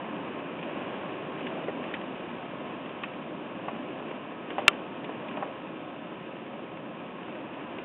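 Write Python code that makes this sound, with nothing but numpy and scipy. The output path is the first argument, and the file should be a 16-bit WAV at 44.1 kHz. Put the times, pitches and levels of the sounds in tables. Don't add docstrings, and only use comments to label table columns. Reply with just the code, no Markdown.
import sys
import numpy as np
from scipy import signal
from scipy.fft import rfft, irfft
from scipy.io import wavfile
from scipy.ndimage import uniform_filter1d

SR = 44100
rng = np.random.default_rng(int(sys.argv[2]) if len(sys.argv) > 2 else 0)


def int16_out(signal):
    q = np.round(np.clip(np.atleast_2d(signal).T, -1, 1) * 32767)
    wavfile.write(sys.argv[1], SR, q.astype(np.int16))


N = 345744
T = np.arange(N) / SR
HZ = np.maximum(np.fft.rfftfreq(N, 1 / SR), 1)


def undb(db):
    return 10 ** (np.asarray(db) / 20)


def unit(x):
    return x / np.sqrt(np.mean(x ** 2))


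def colour(x, points):
    hz, db = np.transpose(points)
    return irfft(rfft(x) * undb(np.interp(np.log(HZ), np.log(hz), db)), N)


def resonate(x, hz, width_hz):
    return signal.lfilter(*signal.iirpeak(hz, hz / width_hz, fs=SR), x)


def cut(x, hz, kind):
    return signal.sosfilt(signal.butter(2, hz, kind, fs=SR, output="sos"), x)


def drift(rate_hz):
    hold = int(SR / rate_hz)
    steps = rng.standard_normal(N)[np.arange(N) // hold]
    return 1.3 * uniform_filter1d(uniform_filter1d(steps, hold), hold)


def flutter(x, rate_hz, depth_db, count=7):
    octave = np.clip(np.log2(HZ / 60), 0, count - 1)
    spectrum = rfft(x)
    bands = (irfft(spectrum * np.maximum(1 - abs(octave - k), 0), N) for k in range(count))
    return sum(band * undb(depth_db * drift(rate_hz)) for band in bands)


def add(out, start_s, sound):
    start = int(start_s * SR)
    out[start:start + len(sound)] += sound[:N - start]


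def window(x):
    # centre in Hz, width in Hz, level of the added resonance in dB.
    resonances = [(386, 28, -15.5), (513, 40, -9.5), (603, 25, -9.5), (710, 30, -16.5), (930, 70, -12.5),
                  (1070, 70, -11.5)]
    return x + sum(undb(db) * resonate(x, hz, width) for hz, width, db in resonances)


def wind(gust_db, split_hz=260):
    # frequency in Hz, relative level in dB.
    wind_tone = [(20, -56.5), (50, -30.5), (100, -15.5), (160, -3), (230, 0), (310, 2), (440, -9.5),
                 (600, -4.5), (850, -11.5), (1100, -14.5), (1400, -24.5), (3000, -44)]
    turbulence = flutter(rng.standard_normal(N), rate_hz=9, depth_db=1.07)
    air = unit(window(colour(turbulence, wind_tone)))
    rumble = irfft(rfft(air) / (1 + (HZ / split_hz) ** 4), N)
    rush = air - rumble
    swell_db = gust_db - gust_db.mean()
    return undb(gust_db.mean()) * (rumble * undb(0.44 * swell_db) + rush * undb(1.3 * swell_db))


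def rain(drops_per_s=500, spread_db=3.5, patter_db=-9, smear_s=0.0023):
    # frequency in Hz, relative level in dB.
    rain_tone = [(200, -17.5), (370, 10.5), (700, 4), (860, 3.5), (1090, 7.5), (1200, 1), (1400, 0),
                 (1650, 2.5), (2080, -3), (2400, 1), (2680, 2), (3050, -2), (3350, -8), (3700, -15.5)]
    impacts = rng.random(N) < drops_per_s / SR
    sizes = undb(spread_db * np.minimum(rng.exponential(size=N), 5))
    spray_envelope = signal.lfilter([1], [1, -np.exp(-1 / (smear_s * SR))], impacts * sizes)
    patter = unit(spray_envelope * rng.standard_normal(N))
    wash = flutter(rng.standard_normal(N), rate_hz=12, depth_db=0.75)
    return unit(window(colour(wash + undb(patter_db) * patter, rain_tone)))


def machine_whine(wander_hz=2.58, waver_db=1.5):
    # pitch in Hz, level in dB.
    tones = [(317, -57), (538, -52.5), (720, -57.5), (1280, -55.5), (3540, -69)]
    out = np.zeros(N)
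    for hz, db in tones:
        gain = undb(db + waver_db * drift(3.6))
        pitch_hz = hz + wander_hz * drift(25)
        out += gain * np.sin(2 * np.pi * np.cumsum(pitch_hz) / SR)
    return out


def light_drops(gust_db, per_s=1.8, above_gust_db=1, spread_db=1.5, count=30):
    starts = np.cumsum(rng.exponential(size=count)) / per_s
    rows = []
    for start_s, (softness, pitch) in zip(starts, rng.standard_normal((count, 2))):
        if start_s < T[-1]:
            db = gust_db[int(start_s * SR)] + above_gust_db - spread_db * softness
            rows.append((start_s, db, 500 * 2 ** (0.3 * pitch), 0))
    return rows


def window_drops(gust_db, scatter=0.19, thud_width_hz=370):
    # start in seconds, peak of the thud in dB,
    # pitch of the thud in Hz, spray level against the thud in dB.
    heavy_drops = [(0.628, -33, 460, 3), (1.467, -35.5, 450, 10), (1.683, -19, 410, -19),
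                   (1.939, -31, 319, 9.5), (3.035, -28, 1100, 4), (3.682, -21.5, 850, -11),
                   (4.111, -30, 500, -4), (4.504, -27, 348, -1), (4.582, -16.5, 757, -11.5),
                   (5.044, -33, 510, 3.5), (5.093, -26.5, 644, -15), (5.284, -36, 576, 3.5),
                   (5.371, -26, 896, -9), (5.425, -20, 790, -24), (7.785, -37, 494, 7)]
    # centre in Hz, width in Hz, relative level in dB.
    sill_modes = [(360, 49, -4), (417, 170, -1), (611, 100, -2.5), (782, 64, -5), (976, 54, 1),
                  (1124, 64, -3), (1430, 220, -4.5), (1820, 190, 0)]
    # frequency in Hz, relative level in dB.
    spray_tone = [(600, -26.5), (1300, -12.5), (1900, 2.5), (2200, -1), (2450, 4), (2950, 1.5),
                  (3400, -8.5), (3900, -23.5)]
    out, t = np.zeros(N), T[:SR // 10]
    hiss = colour(rng.standard_normal(N), spray_tone)
    for start_s, db, hz, spray_db in heavy_drops + light_drops(gust_db):
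        splash_s = 0.0066 * 2 ** ((db + 32) / 20)
        fade = np.exp(-t / splash_s)
        force = (t == 0) + scatter * fade * rng.standard_normal(len(t))
        force = resonate(resonate(force, hz, thud_width_hz), hz, 2 * thud_width_hz)
        thud = sum(undb(mode_db) * resonate(force, mode_hz, width)
                   for mode_hz, width, mode_db in sill_modes)
        spray = fade * np.roll(hiss, int(start_s * SR))[:len(t)]
        tap = thud / abs(thud).max() + undb(spray_db) * spray / abs(spray).max()
        add(out, start_s, undb(db) * tap)
    return out


def click():
    # start in seconds, gain in dB, brightness as a low-pass cutoff in Hz.
    contacts = [(4.6798, -2.5, 3600), (4.6810, 1.5, 4500), (4.6818, -12, 4490), (4.6857, -7, 1100)]
    # pitch in Hz, relative level in dB, seconds to fade by 60 dB.
    modes = [(350, -18, 0.0351), (625, -24, 0.027), (1180, -22.5, 0.06), (1354, -10, 0.039),
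             (1764, -13, 0.02), (2130, -5.5, 0.017), (2300, -8, 0.014), (2770, -0.5, 0.013),
             (3090, -22.5, 0.054), (3600, -17.5, 0.016)]
    out, t = np.zeros(N), T[:SR // 10]
    ring = sum(undb(db - 60 * t / t60) * np.cos(2 * np.pi * hz * t) for hz, db, t60 in modes)
    for start_s, db, cutoff_hz in contacts:
        add(out, start_s, undb(db) * cut(ring, cutoff_hz, "low"))
    return cut(out, 300, "high")


def scene(wind_trim_db=-1.21, rain_trim_db=-4, rain_swell=1.25):
    # time in seconds, level in dB.
    gust_curve = [(0.0, -36.5), (0.48, -37.5), (0.78, -36), (1.31, -37), (1.59, -36.5), (2.57, -38.5),
                  (3.75, -39), (4.04, -38), (4.39, -40.5), (4.67, -36.5), (4.91, -39.5), (5.37, -37.5),
                  (5.74, -40.5), (6.86, -40.5), (7.62, -39.5), (7.84, -38.5)]
    gust_db = np.interp(T, *np.transpose(gust_curve))
    shower_db = gust_db.mean() + rain_swell * (gust_db - gust_db.mean())
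    air = wind(gust_db + wind_trim_db)
    water = rain() * undb(shower_db + rain_trim_db)
    return (air + water + machine_whine() + window_drops(gust_db) + click())[None]


def record(dry, band_top_hz=3700, ceiling=0.72, recorder_top_hz=15800):
    narrow = signal.sosfilt(signal.cheby1(9, .3, band_top_hz, fs=SR, output="sos"), dry)
    clipped = np.clip(narrow, -ceiling, ceiling)
    return signal.sosfilt(signal.ellip(12, .2, 80, recorder_top_hz, fs=SR, output="sos"), clipped)


dry = scene()
out = record(dry)
int16_out(out)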